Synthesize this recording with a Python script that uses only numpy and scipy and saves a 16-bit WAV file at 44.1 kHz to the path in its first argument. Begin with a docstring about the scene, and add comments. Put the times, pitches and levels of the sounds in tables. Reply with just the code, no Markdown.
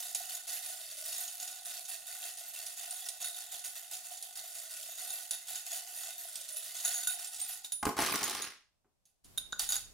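"""Small metal charms and tiles rustle and jingle in a ceramic cup, stirred by hand close to the microphone.
The crowd is filtered noise with tiny rings; the cup adds body resonances and a hollow that the hand tunes.
Snaps and knocks are noise cracks with ringing wall modes. A handful is cast on a card on the table,
clacking through plate modes and skittering to rest; then the cup clinks and its contents shift again.
Behind it lie a small room's reply, still air and a faint low rumble, in two microphone ports."""
import sys
import numpy as np
from scipy import signal
from scipy.fft import rfft, irfft, next_fast_len
from scipy.io import wavfile
from scipy.ndimage import uniform_filter1d, map_coordinates

SR = 44100
rng = np.random.default_rng(int(sys.argv[2]) if len(sys.argv) > 2 else 0)


def dump_mix(stems):
    """Bounce the given channels to the path in sys.argv[1] as a 16-bit WAV at rate SR."""
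    frames = np.atleast_2d(stems).T  # one column per channel
    limited = np.clip(frames, -1, 1)  # hard clip at full scale
    pcm = np.round(limited * 32767).astype(np.int16)
    wavfile.write(sys.argv[1], SR, pcm)


N = 437913

TOP_HZ = 15900  # upper band limit
IDLE_S = 7.58  # until then the hand lies in the cup
HANDLING_S = 9.238  # the cup, set aside before, is moved again

# spectrum of a hard click, in the cup or on the table: (freq_hz, density_db per Hz)
CLICK_SPECTRUM = [(300, -40), (1200, -23.5), (3000, 0.5), (5000, 6.5), (9000, 5), (15500, -5.5)]


def stirring():
    """Charms tumble against each other and sound the cup's body and hollow."""
    # strokes of the fingers, then shifts of the charms in the moved cup after 9 s:
    # (start_s, length_s, relative level_db)
    strokes = [(-.03, .13, -40), (.14, 0.13, -42), (.28, 0.09, -40), (.467, .11, -38.5), (.62, 0.12, -41),
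               (.76, 0.18, -46), (.905, 0.018, -46.5), (.97, 0.048, -42), (1.045, 0.11, -39.5),
               (1.15, 0.1, -39.5), (1.28, 0.15, -45.5), (1.4, 0.13, -43), (1.55, 0.026, -49.5),
               (1.645, 0.15, -41.5), (1.875, 0.063, -40), (2.06, 0.14, -43), (2.21, 0.081, -40.5),
               (2.37, 0.12, -46.5), (2.53, 0.1, -41.5), (2.65, 0.073, -45), (2.765, 0.11, -42),
               (2.91, 0.14, -43.5), (3.05, 0.021, -43), (3.2, 0.082, -38.5), (3.35, 0.069, -42),
               (3.51, 0.033, -40.5), (3.635, 0.028, -39.5), (3.745, 0.034, -42), (3.905, 0.047, -40.5),
               (4.035, 0.028, -45), (4.095, 0.049, -45), (4.22, 0.015, -46.5), (4.295, .012, -63),
               (4.35, 0.041, -41.5), (4.43, 0.14, -47.5), (4.54, 0.12, -44.5), (4.69, 0.25, -43),
               (4.97, 0.093, -41), (5.07, 0.16, -42.5), (5.31, 0.034, -43), (5.471, 0.11, -40),
               (5.65, 0.02, -41), (5.705, 0.076, -37.5), (5.86, 0.07, -46.5), (5.94, 0.067, -43),
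               (6.01, 0.099, -41), (6.17, 0.18, -45.5), (6.35, 0.12, -48), (6.47, 0.1, -46.5),
               (6.55, 0.056, -46), (6.62, 0.1, -43), (6.74, 0.14, -40.5), (6.835, 0.083, -35),
               (6.93, 0.11, -39.5), (7.08, 0.04, -41.5), (7.108, 0.022, -41.5), (7.18, 0.063, -42),
               (7.315, 0.02, -43.5), (7.475, 0.069, -45), (7.38, 0.16, -43), (7.63, 0.02, -49),
               (7.71, 0.017, -57), (9.052, 0.025, -73), (9.16, 0.029, -98), (9.587, 0.032, -35),
               (9.69, 0.066, -38)]
    # broad resonances of the filled cup: (freq_hz, width_hz, relative level_db)
    body_modes = [(411, 34, -18.5), (1481, 24, 2), (1920, 82, -6), (2058, 110, -7.5), (2680, 140, -4),
                  (2960, 90, -7), (3407, 87, -4), (3680, 91, 1), (4445, 220, -3.5), (6730, 100, 3.5),
                  (7240, 150, -3.5), (9520, 120, 3.5), (10530, 56, 5), (11600, 49, -7.5), (11950, 70, -1),
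                  (13100, 80, 3), (14690, 80, -5)]
    # spectrum of charm on charm: (freq_hz, density_db per Hz)
    rattle_spectrum = [(60, -21.5), (300, -34), (550, -32.5), (1100, -22), (1700, -11.5), (2300, -12),
                       (3100, -5.5), (4000, -3.5), (8000, 0.5), (10500, 3), (15500, -4.5)]
    settle_db_per_s = 190.5  # how fast the charms come to rest

    pushes = swells(strokes, attack_s=0.013, sag_db_per_s=16.5, release_db_per_s=settle_db_per_s)
    idle = amp(-50.5) * until(IDLE_S, settle_db_per_s)  # the resting hand keeps them faintly astir
    effort = np.hypot(pushes, idle)

    crowd = spread(contacts(rate=750, spread_db=3.6, click_t60=0.022, ring_t60=0.04, ring_db=-2.5, order=2))
    rattle = amp(-3) * effort * crowd
    ticks = contacts(rate=260, spread_db=5, click_t60=.003, ring_t60=.005, ring_db=-6)
    ticks = amp(-10) * effort * ticks

    wall_contacts = contacts(rate=700, spread_db=2.0, click_t60=0.035, ring_t60=0.03, ring_db=-10)
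    on_wall = effort * spread(wall_contacts)
    body = np.zeros((2, N))
    for hz, width_hz, db in body_modes:
        # each resonance flares and fades as the charms touch other places; the high ones most
        flare_db = 3.36 * (hz / 7000) ** 0.34 * wander(rate=14)
        body += amp(db + flare_db) * signal.lfilter(*signal.iirpeak(hz, hz / width_hz, SR), on_wall)

    # the power below 1 lets gentle strokes still move the air in the cup
    push = amp(-46.0) * (effort / amp(-42.5)) ** 0.8 * crowd
    air = amp(9.5) * hollow(push, width_hz=118)

    jingle = amp(-3.5) * jingles(effort, rate=22, lo_hz=8000, hi_hz=15300, t60=.09)
    tiles = amp(1.5) * jingles(effort, rate=100, lo_hz=2500, hi_hz=7000, t60=.016)
    return coloured(rattle + ticks, rattle_spectrum) + amp(2.5) * body + air + jingle + tiles


def contacts(rate, spread_db, click_t60, ring_t60, ring_db, size=640, order=4):
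    """Many tiny collisions a second: decaying noise clicks, some with a brief ring, evened out in level."""
    count = int(rate * N / SR)
    start, pitch, *angles = rng.random((count, 4)).T
    at = (start * N).astype(int)
    strength = amp(spread_db * rng.standard_normal(count))
    hits = np.bincount(at, strength ** 2, N)
    energy = signal.lfilter([1], [1, -fade(2 / SR, click_t60)], hits)
    crowd = np.sqrt(energy) * rng.standard_normal((2, N))

    t = np.arange(size) / SR
    free = np.s_[::order, None]  # only one charm in every `order` lies free enough to ring
    ring = amp(ring_db) * strength[free] * fade(t, ring_t60) * np.linspace(1, 0, size)
    places = (at[free] + np.arange(size)).ravel()
    for port, angle in zip(crowd, angles):
        tones = ring * np.sin(2 * np.pi * (TOP_HZ * pitch[free] * t + angle[free]))
        port += np.bincount(places, tones.ravel(), N + size)[:N]

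    power = np.mean(crowd ** 2, axis=0)
    power = uniform_filter1d(uniform_filter1d(power, size=1200), size=1200)
    return crowd / np.sqrt(np.abs(power) + 1e-9)


def hollow(x, width_hz, dip_db=-2.5, open_db=-4):
    """The air in the cup: one resonance that sinks as the hand dips in and rises as it leaves."""
    # the hand dips deep and half closes the cup: (middle_s, half_length_s, pitch_fall_hz)
    dips = [(.98, 0.16, 95), (2.7, 0.19, 25), (4.75, 0.2, 78), (6.5, 0.26, 95)]
    inside_hz, open_hz = 723.5, 779  # with the hand inside and without
    hand_out_s, withdraw_s = 7.43, 0.46  # when and how slowly it leaves
    set_aside_db = -3  # the mouth of the cup then faces away

    t = np.arange(N) / SR
    fall = sum(fall_hz * np.exp(-((t - s) / half) ** 2) for s, half, fall_hz in dips)
    gone = .5 + .5 * np.tanh((t - hand_out_s) / withdraw_s)
    pitch = inside_hz + (open_hz - inside_hz) * gone - fall

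    # shift the moving pitch down to zero, low-pass twice, and shift it back
    turn = np.exp(2j * np.pi * np.cumsum(pitch) / SR)
    band = signal.butter(1, width_hz / SR)
    slow = signal.lfilter(*band, signal.lfilter(*band, x.mean(axis=0) / turn))
    air = 2 * np.real(turn * slow)

    db = dip_db * fall / fall.max() + open_db * gone + set_aside_db * (t > HANDLING_S)
    return amp(db) * signal.lfilter(*signal.butter(2, [520, 1000], "band", fs=SR), air)


def jingles(effort, rate, lo_hz, hi_hz, t60):
    """Now and then a loosened charm or tile gives a small ring, stronger in a brisk stroke."""
    out, t = np.zeros((2, N)), np.arange(SR // 4) / SR
    for when, pitch, size, lag in rng.random((int(rate * N / SR), 4)):
        hz = lo_hz + pitch * (hi_hz - lo_hz)
        phase = 2 * np.pi * (hz * t + lag * np.array([[0], [.5]]))
        add(out, when * N / SR, size * effort[int(when * N)] * np.sin(phase) * fade(t, t60))
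    return out


def knocks():
    """A charm cracks and clacks on a neighbour or the wall, whose beating modes ring as the grip allows."""
    # strikes on the wall: (start_s, relative level_db, ring_db re level, favoured_hz, lift_db, length_factor)
    wall_knocks = [(3.245, -31, -7, 3680, 7.5, 0.58), (3.345, -38, -7.5, 3692, 9, .8),
                   (4.053, -44.5, -9, 6700, 14, .4), (4.553, -39.5, -7.5, 6900, 8, 0.34),
                   (5.104, -31, -8.5, 6600, 3.5, 0.79), (5.3095, -18, -13, 10450, 4, 0.34),
                   (5.333, -33.5, -8.5, 3670, 9.5, 1), (5.73, -37, -10, 6800, 8.5, .91),
                   (6.85, -28.5, -5, 6680, 11.5, 0.71), (6.857, -27, -4.5, 3690, 1, .7),
                   (6.881, -27, -12, 6780, 7, 0.3), (6.942, -32.5, -4, 6720, 9.5, 1),
                   (6.98, -32, -8, 6700, 6.5, .51), (7.034, -31, -7.5, 3730, 8.5, 0.54),
                   (7.072, -22, -7.5, 1472, 9, 1), (7.074, -28.5, -10, 3692, 12, 0.89),
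                   (7.646, -27, -15, 3710, 5, 0.59), (7.721, -23.5, -13, 3800, 5.5, 0.53),
                   (8.24, -31.5, 0.5, 6590, 3.5, .39), (8.421, -31, -4.5, 6640, 4.5, .4),
                   (9.376, -28.5, -5, 3870, 8, 0.27), (9.381, -30.5, -3.5, 3710, 13, 0.35),
                   (9.524, -37, 7, 6400, 9, 0.4), (9.529, -37, 9.5, 1526, 9.5, 0.22),
                   (9.593, -22.5, -13.5, 5850, 6.5, 0.22), (9.595, -16.5, -12, 4590, 13, 0.16),
                   (9.604, -29.5, -11, 3710, 12, 0.49), (9.617, -29, -12, 9400, 2, .35),
                   (9.669, -33.5, -16, 9520, 1, .3), (9.69, -27, -3.5, 6500, 8, 0.63),
                   (9.703, -27, -5, 10600, 4, 0.27), (9.7217, -19.5, -9.5, 4750, 3, 0.29),
                   (9.728, -31.5, -6, 3700, 12.5, 0.71), (9.742, -25, -13.5, 11950, 15, .4),
                   (9.756, -26, -9, 6700, 6, .31), (9.765, -29.5, -4, 6700, 4, 0.17)]
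    # charm snapping against charm: (start_s, relative level_db, note_hz)
    charm_snaps = [(0.0922, -35, 6730), (0.1485, -16, 9860), (0.3493, -26.5, 6800), (0.47, -40, 10700),
                   (0.495, -33, 6260), (0.5282, -25, 12500), (0.6624, -32.5, 10450), (0.7018, -30, 10400),
                   (0.8067, -32, 3630), (0.912, -32, 4480), (0.97, -31, 10360), (1.04, -30.5, 5630),
                   (1.126, -25.5, 2770), (1.141, -28, 5440), (1.188, -32, 6720), (1.2785, -28, 6720),
                   (1.4, -26, 6640), (1.4279, -24, 6800), (1.4773, -27, 6730), (1.6504, -33, 10300),
                   (1.8522, -29.5, 6500), (2.3725, -30, 8800), (2.393, -32, 9000), (2.6636, -25, 10450),
                   (2.9083, -24.5, 9050), (3.055, -31.5, 5760), (3.0867, -21, 8700), (3.2244, -27, 6630),
                   (3.542, -33, 6660), (3.5926, -29.5, 9910), (3.6471, -27, 6600), (3.9335, -27.5, 6630),
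                   (4.1744, -30.5, 6890), (4.2255, -26, 10000), (4.5854, -30.5, 9700), (4.8267, -33, 7500),
                   (5.4725, -34, 6700), (5.5558, -24.5, 6700), (5.7044, -32.5, 7890), (6.356, -24, 8360),
                   (6.411, -29, 9100), (6.4884, -27, 10500), (6.569, -28.5, 11300), (6.767, -29.5, 6700),
                   (6.8019, -26, 6670), (7.245, -25, 7500), (7.2715, -30.5, 8960), (7.345, -28, 8900),
                   (7.363, -29, 7800), (7.401, -25, 8300), (7.66, -35, 6850), (9.0542, -51.5, 6400),
                   (9.0678, -65, 6390), (9.0937, -64.5, 9200), (9.2446, -42.5, 10300), (9.257, -51, 7000)]
    # modes of the ceramic wall: (freq_hz, relative level_db, t60_s at length factor 1)
    wall_modes = [(1480, -9.5, 0.31), (3702, -3.5, 0.21), (4030, -13.5, .05), (4660, -13.5, 0.05),
                  (5700, -14.5, 0.037), (6702, -0.5, 0.22), (6900, -9, 0.15), (9550, 0.5, 0.21),
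                  (10280, 2.5, 0.26), (11100, -12, .15), (12200, -4, 0.22), (13190, -8, .2),
                  (14700, -6.5, 0.22)]
    # what the table carries once the cup is set down: (freq_hz, density_db per Hz)
    table_spectrum = [(100, -25), (350, -24), (600, -0.5), (1100, 2), (1700, -3), (3000, -25), (8000, -50)]
    set_down_s = 9.58

    cracks, rings = np.zeros((2, 2, N))
    t = np.arange(SR // 4) / SR
    hz, level_db, t60 = np.transpose(wall_modes)[..., None]
    # a snap barely stirs the wall: ring -19.5 dB, nearest mode lifted 3 dB, ring length factor 0.59
    snaps = [(s, db, -19.5, note_hz, 3, 0.59) for s, db, note_hz in charm_snaps]
    for s, db, ring_db, favoured_hz, lift_db, length in wall_knocks + snaps:
        crack = rng.standard_normal((2, len(t))) * (fade(t, 0.08) + amp(-36.5) * fade(t, .1))
        add(cracks, s, amp(db - 15.5) * crack)

        # the striking charm's own short note; charms are too small to sound low ones
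        small = min(favoured_hz / 4700, 1) ** 2
        clack = np.sin(2 * np.pi * favoured_hz * t) * fade(t, 0.046)
        add(rings, s, small * amp(db - 11) * clack)

        # the place struck favours one mode
        favour_db = lift_db * np.exp(-(np.log(hz / favoured_hz) / 0.049) ** 2)
        # a soft touch misses the high modes
        soft_db = max(ring_db, 0) * (hz / 7000) ** 3
        # a glancing blow hardly moves the lowest mode
        glance_db = min(ring_db + 7, 0) * (1800 / hz) ** 2
        strength = amp(level_db + favour_db - soft_db + glance_db + rng.normal(0, 1.7, hz.shape))

        pitch = hz * (1 + rng.normal(0, .003, hz.shape))
        # touching charms blur the ring at first
        chatter = np.cumsum(rng.normal(0, 0.0079, (len(hz), len(t))) * fade(t, 0.14), axis=1)
        port_phase = rng.normal(0, 1.0, (2, len(hz), 1)) / 2
        phase = 2 * np.pi * (pitch * t + rng.random(hz.shape)) + chatter + port_phase
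        # paired modes beat at 20-70 Hz
        beat = 1 + .3 * np.cos(2 * np.pi * rng.uniform(20, 70, hz.shape) * t)
        modes = strength * beat * np.sin(phase) * fade(t, t60 * max(length, .1))
        add(rings, s, amp(db + ring_db - 4.5) * np.sum(modes, axis=1))

    on_table = spread(cracks) * (np.arange(N) / SR > set_down_s)
    set_down = amp(-13) * coloured(on_table, table_spectrum)
    air = amp(4.0) * hollow(cracks, width_hz=240)
    return coloured(spread(cracks), CLICK_SPECTRUM) + rings + set_down + air


def pings():
    """Small rings at single pitches, mostly high: each a decaying sine, slightly out of phase in the ports."""
    # small rings at single pitches: (start_s, pitch_hz, relative level_db, t60_s)
    small_rings = [(.54, 12550, -33, .16), (2.48, 11950, -38, 0.15), (2.905, 9070, -41, .15),
                   (5.132, 12550, -32.5, 0.25), (5.68, 12600, -43, .2), (5.5, 14380, -42, .22),
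                   (6.18, 12600, -39, 0.32), (0.002, 14200, -37, .15), (.655, 10200, -44, .15),
                   (1.125, 10600, -42, .15), (2.935, 10440, -40, 0.19), (3.245, 10360, -39, .15),
                   (5.975, 9500, -40, .15), (6.525, 9560, -36, .15), (6.569, 14640, -36, .15),
                   (6.569, 11200, -32.5, .16), (6.975, 11200, -39, .15), (7.072, 9800, -33, 0.14),
                   (7.072, 12300, -31, .12), (7.072, 7300, -39, 0.14), (7.485, 12300, -36, .15),
                   (7.516, 10400, -37.5, 0.16), (7.721, 8720, -44.5, 0.34), (7.868, 10430, -44, .25),
                   (8.023, 11330, -38.5, .25), (9.381, 3920, -53, 0.14), (9.618, 14730, -40, .15),
                   (7.274, 8940, -36, 0.16), (7.395, 14950, -38, .2), (7.415, 8990, -27.5, 0.16),
                   (7.721, 9860, -29, 0.38), (7.72, 12950, -42.5, 0.32), (7.868, 13000, -40.5, 0.23),
                   (7.868, 14500, -39.5, 0.2), (8.24, 14040, -31, 0.14), (8.12, 11440, -34, 0.11),
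                   (8.125, 15400, -31.5, 0.31)]
    out, t = np.zeros((2, N)), np.arange(SR // 2) / SR
    for s, hz, db, t60 in small_rings:
        tone = np.sin(2 * np.pi * hz * t + rng.normal(0, 0.21, (2, 1)))
        add(out, s, amp(db - 1.5) * tone * fade(t, t60))
    return out


def cast():
    """Each landing clicks, clacks on the card and thumps the table top; then the charms slide to rest."""
    # charms landing on card and table: (start_s, relative thump_db, clack_db, click_db)
    landings = [(7.828, -32.5, -24, -36.5), (7.853, -40, -27.5, -29), (7.867, -21.5, -25, -46),
                (7.874, -33.5, -31.5, -48), (7.89, -35.5, -27.5, -38), (7.909, -36, -44.5, -53),
                (7.967, -45.5, -33, -37), (7.978, -48.5, -34, -39), (7.989, -41, -23, -37),
                (8.002, -37, -37, -47), (8.015, -42, -38, -31), (8.021, -46.5, -25.5, -29.5),
                (8.027, -40.5, -32.5, -36.5), (8.035, -38, -33, -44.5), (8.061, -48, -43, -28.5),
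                (8.094, -53, -34.5, -41), (8.121, -40, -31.5, -37), (8.142, -31.5, -34, -37.5),
                (8.156, -55, -32, -28), (8.219, -41, -35, -41), (8.229, -38, -34, -28.5),
                (8.237, -48, -37, -30.5), (8.278, -48, -38.5, -33.5), (8.295, -58, -40, -32),
                (8.308, -55, -39, -33.5), (8.349, -48, -39, -32.5)]
    # soft bumps of the hand on the table: (start_s, relative level_db)
    bumps = [(8.845, -70)]
    # charms skittering over the table: (start_s, length_s, relative level_db)
    slides = [(7.965, 0.06, -33.5), (8.03, 0.42, -37)]
    # modes of the table top: (freq_hz, relative level_db, t60_s)
    table_modes = [(80.6, -11.5, 0.1), (180, -17, 0.1), (247.3, -3.5, 0.052), (291, -6, 0.072),
                   (377, -4, 0.055), (423, -7, 0.06)]
    # modes of the card: (freq_hz, relative level_db, t60_s)
    card_modes = [(698, -5.5, 0.087), (842, -2.5, 0.07), (1087, 1, 0.059), (1188, -6.5, 0.079),
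                  (1444, -7, 0.056), (2070, -11, 0.069)]
    # spectrum of charm sliding on table: (freq_hz, density_db per Hz)
    slide_spectrum = [(29, -57.5), (50, -16), (298, -6), (572, -6.5), (842, -6), (1470, 0), (6390, -5.5),
                      (6870, -16), (7760, -11), (10100, -5), (13500, -13.5), (14900, -11), (16000, -23.5)]
    # spectrum of a landing's dull thud: (freq_hz, density_db per Hz)
    thud_spectrum = [(25, -23), (60, -7), (135, -8), (250, -1), (450, -4), (560, -11.5), (800, -1.5),
                     (1150, -2), (1600, -7), (3000, -15.5), (6000, -37)]

    clicks, thuds, rings = np.zeros((3, 2, N))
    t = np.arange(SR // 4) / SR
    touch = amp(4.5) * (1 - fade(t, 0.0093))  # an edge touches first, then the whole charm
    for s, thump_db, clack_db, click_db in landings:
        add(clicks, s, amp(click_db) * rng.standard_normal((2, len(t))) * touch * fade(t, 0.028))
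        add(thuds, s, amp(clack_db - 4) * noise(len(t), width=0.43) * touch * fade(t, 0.028))
        add(rings, s, amp(thump_db - 1) * struck(table_modes, t) + amp(clack_db - 6.5) * struck(card_modes, t))
    for s, db in bumps:
        soft = signal.lfilter(*signal.butter(1, 600, fs=SR), noise(len(t), width=0.23))
        add(thuds, s, amp(db + 3) * soft * fade(t, .16))
    rings = signal.lfilter(*signal.butter(2, 75, "high", fs=SR), rings)

    speed = swells(slides, attack_s=0.029, sag_db_per_s=18, release_db_per_s=162)
    slide = speed * contacts(rate=480, spread_db=1.8, click_t60=0.016, ring_t60=0.038, ring_db=-0.5)
    dull = signal.lfilter(*signal.butter(1, 5000, fs=SR), slide)
    slide = dull + np.minimum(speed / amp(-57.5), 1) * (slide - dull)  # slow charms lose their treble
    scrape = spread(coloured(slide, slide_spectrum))

    # the scrape also sets table and card ringing
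    scrape_ring = np.zeros(N)
    for hz, db, t60 in table_modes + card_modes:
        peak = signal.iirpeak(hz, hz * t60 / 2.2, SR)
        scrape_ring += amp(db) * signal.lfilter(*peak, scrape.mean(axis=0))
    impacts = spread(coloured(clicks, CLICK_SPECTRUM)) + coloured(thuds, thud_spectrum) + rings
    return impacts + amp(0.5) * scrape + scrape_ring


def struck(modes, t):
    """A plate rings from rest; each blow finds the modes a little differently."""
    hz, db, t60 = np.transpose(modes)[..., None]
    phase = 2 * np.pi * hz * t + rng.normal(0, .25, (2, len(hz), 1))
    strength = amp(db + rng.normal(0, 1.5, hz.shape))
    return np.sum(strength * np.sin(phase) * fade(t, t60), axis=1) * (1 - fade(t, 0.0054))


def jolts():
    """The hand passes a soft, dull bump on to the cup: a decaying burst of low noise."""
    # the hand jolts the cup: (start_s, relative level_db)
    hand_jolts = [(0.147, -52), (5.3076, -33.5), (6.85, -42), (7.072, -34), (9.246, -58), (9.757, -55)]
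    bumps, t = np.zeros((2, N)), np.arange(SR // 3) / SR
    for s, db in hand_jolts:
        add(bumps, s, amp(db - 18) * noise(len(t), width=0.32) * fade(t, 0.04))
    return coloured(bumps, [(30, 5.0), (80, -2.0), (300, -6.0), (900, -25.0), (3000, -54)])


def room(x):
    """The walls answer with a decaying noise tail; long waves reach both ports alike."""
    # reverberation time of the small room, treble dying soonest: (freq_hz, t60_s)
    decay_times = [(100, 0.13), (1000, 0.29), (5000, 0.37), (10000, 0.25), (16000, 0.031)]
    hz, t, z = signal.stft(rng.standard_normal((2, SR // 2)), SR, nperseg=256)
    apart = np.minimum(hz / 3500, 1)[:, None] * np.pi / 2
    z[1] = np.cos(apart) * z[0] + np.sin(apart) * z[1]
    tail = signal.istft(z * fade(t, along(decay_times, hz)[:, None]), SR, nperseg=256)[1]
    tail = tail * (1 - fade(np.arange(tail.shape[1]) / SR, 0.094))  # the reply builds up gradually
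    return signal.fftconvolve(x, tail / np.linalg.norm(tail[0]), axes=1)[:, :N]


def background():
    """Still air and a faint low rumble, stronger once the cup is moved again, both of coloured noise."""
    # spectrum of the quiet room: (freq_hz, density_db per Hz)
    air_spectrum = [(12, -26.5), (20, 2), (182, -5.5), (377, -14.5), (624, -9), (1660, -23), (8650, -21.5),
                    (16000, -38.5)]
    # spectrum of the low rumble: (freq_hz, density_db per Hz)
    rumble_spectrum = [(12, -30.5), (20, -3), (199, -19), (497, -26), (693, -26.5), (1210, -31),
                       (1590, -33.5), (13800, -32.5), (15000, -40)]
    air = amp(-84.5) * coloured(noise(N, width=1.0), air_spectrum)
    # a faint low rumble that stays nearly steady throughout
    faint = amp(-86.5) * until(IDLE_S, release_db_per_s=0.5)
    moving = amp(-59.5) * (1 - until(HANDLING_S, release_db_per_s=1205.0))
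    return air + (faint + moving) * coloured(noise(N, width=1.1), rumble_spectrum)


def spread(x):
    """The two ports agree most from about 2 to 6 kHz, less in the bass and upper treble."""
    # how alike left and right are: (freq_hz, likeness 0 to 1)
    likeness = [(100, 0.21), (700, 0.55), (2500, 1), (3500, 0.96), (6000, 0.89), (8200, 0.52),
                (14000, 0.16)]

    def turn(hz):
        """Angle in radians that mixes mid and side to the likeness."""
        return np.arccos(np.clip(along(likeness, hz), -1, 1)) / 2

    mid, side = filtered(x, lambda hz: np.array([np.cos(turn(hz)), np.sin(turn(hz))]))
    return np.array([mid + side, mid - side])


def swells(rows, attack_s, sag_db_per_s, release_db_per_s):
    """Gain of a series of pushes: each rises, sags while it lasts and dies away; their powers add."""
    power, t = np.zeros((1, N)), np.arange(SR) / SR
    for s, length, db in rows:
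        level_db = db - sag_db_per_s * t - release_db_per_s * np.maximum(t - length, 0)
        gain = np.minimum(t / attack_s, 1) * amp(level_db)
        add(power, s, gain[max(round(-s * SR), 0):] ** 2)  # a push begun before time 0 loses its start
    return np.sqrt(power[0])


def until(s, release_db_per_s):
    """Gain 1 up to time s, then dying away."""
    return amp(-release_db_per_s * np.maximum(np.arange(N) / SR - s, 0))


def wander(rate):
    """A smooth random curve, rate knots a second."""
    knots = rng.standard_normal(int(N * rate / SR) + 4)
    return map_coordinates(knots, [np.arange(N) * rate / SR], order=2)


def noise(size, width):
    """Stereo white noise; width is side over mid."""
    mid, side = rng.standard_normal((2, size))
    return np.array([mid + width * side, mid - width * side]) / np.hypot(1, width)


def amp(db):
    """Decibels to gain."""
    return 10 ** (np.asarray(db) / 20)


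def fade(t, t60):
    """Free decay by 60 dB in t60 seconds."""
    return np.exp(-np.log(1000) * t / t60)


def add(track, s, sound):
    """Mix a sound in at time s."""
    part = track[:, max(round(s * SR), 0):][:, :sound.shape[-1]]
    part += sound[..., :part.shape[1]]


def along(points, hz):
    """Read (freq_hz, value) points on a log frequency axis."""
    f, v = np.transpose(points)
    return np.interp(np.log(hz + 1), np.log(f + 1), v)


def filtered(x, response):
    """Apply a complex response of frequency to x."""
    size = next_fast_len(N + SR // 2, True)
    return irfft(rfft(x, size) * response(np.fft.rfftfreq(size, 1 / SR)), size)[..., :N]


def coloured(x, spectrum, size=4096):
    """Causal (minimum-phase) filter with the given spectrum and energy 1."""
    gain = amp(along(spectrum, np.fft.rfftfreq(size, 1 / SR)))
    cepstrum = irfft(np.log(gain + 1e-6))
    cepstrum[1:size // 2] *= 2
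    cepstrum[size // 2 + 1:] = 0
    kernel = irfft(np.exp(rfft(cepstrum)))
    return signal.oaconvolve(x, kernel[None] / np.linalg.norm(kernel), axes=1)[:, :N]


def scene():
    """The cup sits nearer the right microphone port, the card almost straight ahead."""
    # level of the cup between the ports: (freq_hz, left_minus_right_db)
    balance = [(100, -2.5), (700, -5), (1450, -2.5), (2500, -0.5), (3700, -4), (5000, -0.5), (10000, -4.5),
               (14000, -0.5)]
    # phase of the cup between the ports: (freq_hz, left_lead_rad)
    lead = [(100, .2), (520, .3), (950, .2), (1470, .45), (1900, .1), (2600, 0), (3200, .1), (3750, .65),
            (4200, .3), (5000, .35), (6300, 0), (8200, -.2), (9650, 2.1), (10700, .9), (11400, 1.7),
            (15000, 2.2)]

    def ports(hz):
        """Half of the difference goes to each port, with opposite signs."""
        ratio = amp(along(balance, hz)) * np.exp(1j * along(lead, hz))
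        return ratio ** np.array([[.5], [-.5]])

    cup = filtered(stirring() + knocks() + jolts() + pings(), ports)
    table = cast() * amp([[-.5], [.5]])
    return cup + table + room(amp(-11.0) * cup + amp(-8.0) * table) + background()


def record(dry):
    """Roll off to nothing over 300 Hz around the band limit."""
    return filtered(dry, lambda hz: np.clip((TOP_HZ - hz) / 300 + .5, 0, 1))


dry = scene()
out = record(dry)
dump_mix(out)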